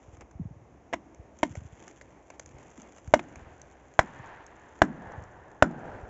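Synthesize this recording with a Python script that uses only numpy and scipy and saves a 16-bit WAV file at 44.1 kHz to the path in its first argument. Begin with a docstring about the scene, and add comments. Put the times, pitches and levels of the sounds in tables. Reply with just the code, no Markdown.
"""Driving a felling wedge

A forester seats a felling wedge in a pine with light knocks, steps back and drives it with four swings of a
wooden club. Each blow is a crack of damped wood modes and fibre noise, with a sinking boom of many sines in the
trunk and an echo of sparse filtered impulses from the trunks nearby and, later, from the forest edge across the
clearing. Between blows, boots bump on moss as sinking sines; filtered noise and grains make dry litter, bark,
twigs, brushing clothes and a faint wind in the crowns."""
import sys
import numpy as np
from scipy import signal
from scipy.fft import rfft, irfft, next_fast_len
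from scipy.io import wavfile

SR = 44100
rng = np.random.default_rng(int(sys.argv[2]) if len(sys.argv) > 2 else 0)


def to_wav(sig):
    """Store sig (one row per channel, or 1-D mono) as 16-bit WAV at the path in sys.argv[1].

    Samples outside -1..1 are clipped; the rate is SR.
    """
    pcm = np.clip(np.atleast_2d(sig), -1, 1) * 32767
    pcm = np.round(pcm).astype(np.int16)
    wavfile.write(sys.argv[1], SR, pcm.T)  # frames by channels


N = 268569


def amp(db):
    """Decibels to gain."""
    return 10 ** (np.asarray(db) / 20)


def unit(x):
    """Scales to rms 1."""
    return x / np.sqrt(np.mean(x ** 2) + 1e-20)


def burst_energy(x):
    """Scales a short sound to the energy of 10 ms at rms 1."""
    return x * np.sqrt(SR / 100 / np.sum(x ** 2))


def seconds(length):
    """A time axis of the given length in seconds."""
    return np.arange(int(length * SR)) / SR


def decay(t, t60):
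    """Exponential decay that falls 60 dB in t60 seconds."""
    return np.exp(-np.log(1000) * t / t60)


def add(mix, s, sound):
    """Mixes a sound in at time s, cut off at the end of the mix."""
    part = mix[max(round(s * SR), 0):][:len(sound)]
    part += sound[:len(part)]


def colour(x, points):
    """Causal minimum-phase filter with the given (frequency [Hz], level [dB]) outline."""
    size = 2 * next_fast_len(len(x))
    hz, db = np.transpose(points)
    bins_hz = np.fft.rfftfreq(size, 1 / SR)
    outline_db = np.interp(np.log(bins_hz + 1), np.log(hz), db)
    # folding the cepstrum onto positive time gives the phase that belongs to the outline
    cepstrum = irfft(np.log(amp(outline_db)))
    cepstrum[1:size // 2] *= 2
    cepstrum[size // 2 + 1:] = 0
    response = np.exp(rfft(cepstrum))
    return irfft(rfft(x, size) * response)[:len(x)]


def drift(size, rate):
    """Slow chance of rms 1, moving up to about rate times a second."""
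    lowpass = 1 / (1 + (np.fft.rfftfreq(size, 1 / SR) / rate) ** 4)
    return unit(irfft(rfft(rng.standard_normal(size)) * lowpass, size))


def burst(t, t60, points, rise):
    """A swelling, then dying shower of fibre breaks: coloured noise of fixed energy."""
    breaks = rng.choice([-1, 1], len(t))
    swell = 1 - np.exp(-t / rise)
    return burst_energy(colour(breaks * swell * decay(t, t60), points))


# spectrum of the wind in the crowns: (frequency [Hz], level [dB])
WIND_COLOUR = [(15, -42), (25, -30), (64, 4), (135, -17.5), (185, -8), (339, -4), (373, -8.5), (635, -8),
               (733, -9), (1110, -16.5), (1340, -23), (2120, -24), (4480, -45), (6600, -31), (8000, -43.5),
               (10400, -78.5), (17600, -120)]


def wind(level_db=-57, swell_db=-1.0, buffet_db=-67, gust_db=3):
    """A steady hush in the crowns, and uneven low buffeting at the microphone."""
    hush = unit(colour(rng.standard_normal(N), WIND_COLOUR))
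    hush *= amp(level_db + swell_db * drift(N, 1.0))
    buffet_colour = [(20, -12.0), (70, -3.5), (130, 8.0), (300, -18.0), (1000, -75.5)]
    buffet = unit(colour(rng.standard_normal(N), buffet_colour))
    return hush + buffet * amp(buffet_db + gust_db * drift(N, 3.5))


# feet stirring the dry litter: (time at full level [s], hold [s], level [dB])
SHUFFLES = [(0.0, 0.1, -70), (1.416, 0.2, -62.5), (1.766, 0.15, -59.5), (2.43, 0.29, -70.5),
            (2.714, 0.31, -65), (3.107, 0.21, -66.5), (3.96, 0.23, -66.5), (4.71, 0.14, -71)]
SHUFFLE_ATTACK_S, SHUFFLE_RELEASE_S = 0.075, 0.086
# the litter is almost still while he crouches, and never quite at rest once he is up
STANDS_UP_S, CROUCHED_DB, STANDING_DB = 1.7, -90.5, -74.5


def stirring():
    """How hard the feet work the litter: each shuffle starts quickly, holds and dies away."""
    t = np.arange(N) / SR
    power = amp(np.where(t < STANDS_UP_S, CROUCHED_DB, STANDING_DB)) ** 2
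    for s, hold, db in SHUFFLES:
        attack = np.clip(1 + (t - s) / SHUFFLE_ATTACK_S, 0, 1)
        release = np.exp(-np.maximum(t - s - hold, 0) / SHUFFLE_RELEASE_S)
        power += (amp(db) * attack * release) ** 2
    return np.sqrt(power)


# spectrum of the dry litter: (frequency [Hz], level [dB])
LITTER_COLOUR = [(100, -47), (400, 6.5), (800, -12.5), (1300, -0.5), (2200, -6.5), (3400, -8), (4100, -25),
                 (5400, -14.5), (6200, -3.5), (7400, -3.5), (9000, -62)]


def rustle(grains_per_s=700, clump_db=3, clump_rate=30):
    """Dry litter crackles in clumps of tiny grains, a few of them much larger, as the feet shift."""
    sizes = amp(4.6 * np.minimum(rng.exponential(1, N), 3))
    sizes *= rng.random(N) < grains_per_s / SR
    grains = unit(colour(sizes * rng.choice([-1, 1], N), LITTER_COLOUR))
    return grains * stirring() * amp(clump_db * drift(N, clump_rate))


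# spectrum of snapping bark and twigs, for chips and twigs alike: (frequency [Hz], level [dB])
SNAP_COLOUR = [(150, -27), (600, 4.5), (1200, -3.5), (2200, -1), (3300, -17.5), (4300, -17), (5400, -10.5),
               (6500, 1), (7500, -5.5), (9000, -18)]


def chips(level_db=9, spread_db=2, per_s=4, t60=0.014, rise=0.00025, busy_db=-68):
    """Now and then a small chip of bark ticks by itself, louder as the feet get busier, up to a limit."""
    breaks = (rng.random(N) < per_s / SR) * amp(spread_db * rng.standard_normal(N))
    breaks = breaks * np.minimum(stirring(), amp(busy_db))
    tick = burst(seconds(.06), t60, SNAP_COLOUR, rise)  # one fibre shower serves all chips
    return signal.oaconvolve(breaks, tick)[:N] * amp(level_db)


# boots landing on moss and rocking until they settle:
# (time [s], level [dB], middle of the pitch glide [Hz], gap between bumps [s], loss per bump, sign ignored [dB])
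STEPS = [(0.081, -41.5, 87, 0.05, -2), (0.353, -37.5, 83, 0.052, 2), (0.396, -28, 182, .058, 17),
         (0.411, -29.5, 124, 0.061, 20), (0.453, -30, 119, .055, 6.5), (1.195, -38, 84, .055, 20),
         (1.506, -35.5, 110, 0.11, 5), (1.573, -29, 95, .077, 8), (2.544, -41.5, 82, .055, 15),
         (2.781, -41, 233, .055, 32), (3.077, -31, 87, 0.043, 15), (3.367, -41.5, 82, 0.049, 1.2),
         (4.196, -39.5, 125, .055, 23), (5.178, -32.5, 98, 0.039, 9), (6.031, -35, 72.5, 0.048, 15)]


def bumps(swell=0.0056, sag=0.48, uneven=0.14, count=4):
    """Soft ground takes a push and swings back, slowing as it settles; the boot rocks and pushes ever more weakly."""
    out, t = np.zeros(N), seconds(.1)
    # after the landing, each rock of the boot meets firmer or softer ground
    after_landing = np.arange(count) > 0
    stiffness = 1 + uneven * rng.uniform(-1, 1, (len(STEPS), count)) * after_landing
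    glide = 1 + sag * (2 * np.exp(-t / (2 * swell)) - 1)
    pulse = t / swell * np.exp(1 - t / swell)
    for (s, db, hz, gap, lost_db), ground in zip(STEPS, stiffness):
        turns = np.cumsum(hz * glide) / SR
        for k in range(count):
            push = pulse * np.sin(2 * np.pi * turns * ground[k])
            add(out, s + k * gap, amp(db - k * abs(lost_db)) * push)
    return out


# twigs and bark chips breaking: (time [s], level before the common trim [dB], woody body [dB])
TWIGS = [(0.169, -53, 7), (0.209, -46.5, 2), (0.311, -54.5, 8), (1.146, -54, -1), (1.388, -50.5, -9),
         (1.553, -38, 7), (1.879, -43, 1), (2.012, -44, 7.5), (2.302, -41, 9.5), (2.396, -36.5, -1),
         (2.460, -46.5, -4), (2.702, -57, -12), (2.818, -47, -8), (2.964, -50.5, 16), (2.982, -48, 9),
         (3.075, -50, 1), (3.357, -43, 9), (3.616, -45, -12), (4.465, -48.5, -7), (5.119, -46, 15.5),
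         (5.238, -56.5, -12)]


def twigs(thin_t60=0.014, rise=0.00063, trim_db=-5):
    """Thin twigs only tick; thick ones and bark have a woody body and crunch for longer."""
    out, t = np.zeros(N), seconds(.06)
    for s, db, body_db in TWIGS:
        # the body counts in full up to 1200 Hz and not at all from 6000 Hz
        outline = [(hz, level + body_db * np.interp(hz, [1200, 6000], [1, 0])) for hz, level in SNAP_COLOUR]
        crunch = amp(.3 * body_db)
        add(out, s, amp(db + trim_db) * burst(t, thin_t60 * crunch, outline, rise))
    return out


# sleeves and trouser legs brushing: (middle [s], length [s], level before the fade in and out [dB])
SWISHES = [(0.218, 0.043, -49), (1.855, 0.32, -55.5), (2.125, 0.38, -59.5), (2.336, 0.14, -55.5),
           (2.62, 0.39, -55), (2.846, 0.23, -54), (5.954, 0.29, -53.5)]
# spectrum of the cloth: (frequency [Hz], level [dB])
CLOTH_COLOUR = [(100, -5.5), (300, 3.5), (550, -1), (850, -1.5), (1300, -12.5), (2200, -11), (4000, -33),
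                (8000, -28.5)]


def clothes(grain_db=2, grain_rate=70):
    """Heavy cloth rubs in short, uneven strokes."""
    out = np.zeros(N)
    for s, length, db in SWISHES:
        size = len(seconds(length))
        rub = unit(colour(rng.standard_normal(size), CLOTH_COLOUR))
        rub *= amp(db + grain_db * drift(size, grain_rate))
        add(out, s - length / 2, rub * np.hanning(size))
    return out


# club, wedge and stem ringing together, before each blow's pitch and tilt:
# (frequency [Hz], level [dB], t60 [s])
WOOD_MODES = [(97, -9.5, 0.008), (329, -16, 0.027), (590, -16.5, 0.0099), (710, 2, 0.004),
              (671, -5.5, 0.025), (776, 6, 0.012), (973, 4, 0.016), (1425, -4, 0.01), (1572, -2, 0.012),
              (1930, -12.5, 0.022), (2200, -10, 0.012), (3040, -11, 0.005)]
# spectrum of the crushed fibres: (frequency [Hz], level [dB])
SPLINTER_COLOUR = [(300, -55.5), (900, 9.5), (2300, -2), (3400, -4.5), (4500, -15.5), (5500, -4),
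                   (6300, -6.5), (7300, -7), (9000, -7)]


def knock(force_db, pitch, again_ms, again, thud_db, trunk_db, clack_db, bright_db, splinter_db,
          fibre_db=-26, fibre_t60=0.018, fibre_rise=0.0069, contact=0.001):
    """The club rings the wood's modes, crushes fibres, and catches the wedge once more as it gives."""
    t = seconds(.12)
    # where the club lands decides how strongly each group of modes is driven
    group_hz = [100, 300, 550, 700, 950, 1300, 1700, 2100]
    group_db = [thud_db, trunk_db, 0, 0, clack_db, bright_db, bright_db, splinter_db]
    ring = np.zeros(len(t))
    for hz, db, t60 in WOOD_MODES:
        drive = amp(db + np.interp(hz, group_hz, group_db))
        ring += drive * decay(t, t60) * np.sin(2 * np.pi * hz * pitch * t)
    ring *= 1 - np.exp(-t / contact)
    ring += again * np.interp(t - again_ms / 1000, t, ring, left=0)
    fibres = amp(fibre_db + splinter_db / 2) * burst(t, fibre_t60, SPLINTER_COLOUR, fibre_rise)
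    return amp(force_db) * (ring + fibres)


# spectrum of the scatter close by: (frequency [Hz], level [dB])
NEAR_COLOUR = [(60, -6.5), (250, 13.5), (600, -0.5), (1100, 1), (2000, 1), (4000, 2), (8000, 2)]


def nearby(x, level_db=-22.0, t60=0.091, gap=0.0073):
    """Stumps, logs and ground close by scatter a short tail."""
    t = seconds(.3)
    opening = np.clip(t / gap - 1, 0, 1)  # silent for one gap, full after two
    taps = rng.standard_normal(len(t)) * decay(t, t60) * opening
    tail = colour(taps / np.linalg.norm(taps), NEAR_COLOUR)
    return amp(level_db) * signal.fftconvolve(x, tail)[:len(x)]


def boom(start_hz=300, sink=.3, rise=0.0093, spread=0.016, t60=2.3, wander=.48, top_hz=340):
    """Bending waves run up the stem and back; low ones travel slower, so the rumble sinks and thins out."""
    t = seconds(.7)
    hz = start_hz / (1 + t / sink)
    paths = rng.uniform(size=(40, 2))  # many paths through the stem, each with its own speed and phase
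    speed = np.exp(wander * np.linspace(-1, 1, len(paths)) + .03 * paths[:, 0])
    turns = speed[:, None] * np.cumsum(hz) / SR + paths[:, 1:]
    waves = np.sin(2 * np.pi * turns).sum(0)
    level = (1 - np.exp(-(t / rise) ** 2)) / np.hypot(1, t / spread) * decay(t, t60)
    # the wood soaks up the waves above top_hz
    soak = signal.butter(8, top_hz, fs=SR, output="sos")
    return burst_energy(signal.sosfilt(soak, waves * level))


# spectrum of the forest's answer, before each blow's pitch and tint: (frequency [Hz], level [dB])
FAR_COLOUR = [(40, -4), (140, -2.5), (220, -12.5), (330, -3.5), (450, -4), (620, -3), (880, 1.5),
              (1250, -8.5), (1750, -3.5), (2200, -16.5), (3300, -26.5), (4200, -35.5), (7500, -44)]
# scattered trunks answer at once and fade; the wall of trees round the clearing answers later
SCATTER_RISE_S, SCATTER_FADE_DB_PER_S = .02, 9.5
TREELINE_DELAY_S, TREELINE_SPREAD_S, TREELINE_DB = 0.29, 0.087, -0.5
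AVERAGE_CLACK_DB = -5  # a blow with this much clack leaves the middle of the forest's colour plain


def forest(pitch, clack_db, splinter_db, clack_share=0.49, treble_share=0.96, clump_db=0.37, clump_rate=25):
    """Thousands of trunks throw a blow back in its own colour: those close by at once, the edge of the clearing
    later."""
    t = seconds(1.5)
    trunks = rng.standard_normal(len(t)) * (rng.random(len(t)) < 6000 / SR)  # 6000 trunks a second
    middle_db = clack_share * (clack_db - AVERAGE_CLACK_DB)
    tint = [650, 900, 1750, 2200], [0, middle_db, middle_db, treble_share * splinter_db]
    outline = [(hz * pitch, db + np.interp(hz, *tint)) for hz, db in FAR_COLOUR]
    scatter = (1 - np.exp(-t / SCATTER_RISE_S)) * amp(-SCATTER_FADE_DB_PER_S * t)
    treeline = amp(TREELINE_DB) * np.exp(-((t - TREELINE_DELAY_S) / TREELINE_SPREAD_S) ** 2 / 2)
    clumps = amp(clump_db * drift(len(t), clump_rate))
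    return unit(colour(trunks, outline)) * np.hypot(scatter, treeline) * clumps


# blows on the wedge: (time [s], force [dB], pitch [factor], share of second contact [0-1],
# grip of the wedge [dB], trunk [dB], clack [dB], splinter [dB], boom [dB])
BLOWS = [(0.9282, -23.5, 0.76, 0.27, -12, -20, -14, 11, -60),
         (0.9343, -21.5, 0.91, 0.04, -15, 1, -13, 18, -43),
         (0.9388, -17, 1.02, 0.54, -4.5, 7, -7.5, 5, -52),
         (1.431, -10.5, 0.95, 0.38, -3.5, 16.5, -2, 12, -37.5),
         (3.1381, 2.5, 0.92, 0.41, -5, -4, -11, 4.5, -31), (3.193, -24.5, 1.08, 0.37, 2, 13, -11, 11, -48),
         (3.9912, -0.5, 1.002, 0, 4.5, 1.5, -4, 4, -36), (4.8184, 2, 1.004, 0.01, 3, 9.5, -11, -5.5, -24),
         (5.624, 3.5, 0.91, 0.09, 4, 5.5, -13.5, -4.5, -22.5)]
SECOND_CONTACT_MS = 3.165
# a wedge that grips rings brighter and passes more of the blow into the stem:
# level at grip 0 [dB], and dB per dB of grip
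THUD_DB, THUD_PER_GRIP = 7.5, 1.44
ECHO_DB, ECHO_PER_GRIP = -52.5, 0.96


def wedge():
    """All blows: the direct knocks, and what lingers in the stem and the forest."""
    direct, lingering = np.zeros(N), np.zeros(N)
    for s, force_db, pitch, again, grip_db, trunk_db, clack_db, splinter_db, boom_db in BLOWS:
        thud_db = THUD_DB + THUD_PER_GRIP * grip_db
        echo_db = force_db + ECHO_DB + ECHO_PER_GRIP * grip_db
        hit = knock(force_db, pitch, SECOND_CONTACT_MS, again, thud_db, trunk_db, clack_db,
                    bright_db=grip_db, splinter_db=splinter_db)
        add(direct, s, hit)
        add(lingering, s, amp(boom_db) * boom())
        add(lingering, s, amp(echo_db) * forest(pitch, clack_db, splinter_db))
    return direct, lingering


def scene(radiation_hz=62):
    """Blows and footwork in the clearing; the stem is too narrow to radiate deep bass."""
    knocks, lingering = wedge()
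    radiated = signal.lfilter(*signal.butter(2, radiation_hz, "high", fs=SR), knocks)
    sharp = radiated + twigs() + chips()
    blows = sharp + nearby(sharp) + lingering
    return (blows + bumps() + clothes() + rustle() + wind())[None]


def record(dry, ceiling=0.97, bass_hz=20, edge_hz=7750):
    """The hardest blows are rounded off by overload; then the bass roll-off and the band limit."""
    rounded = ceiling * np.tanh(dry / ceiling)
    thinned = signal.lfilter(*signal.butter(1, bass_hz, "high", fs=SR), rounded)
    band_limit = signal.firwin(151, edge_hz, window=("kaiser", 6), fs=SR)
    return signal.oaconvolve(thinned, band_limit[None], "same")


dry = scene()
out = record(dry)
to_wav(out)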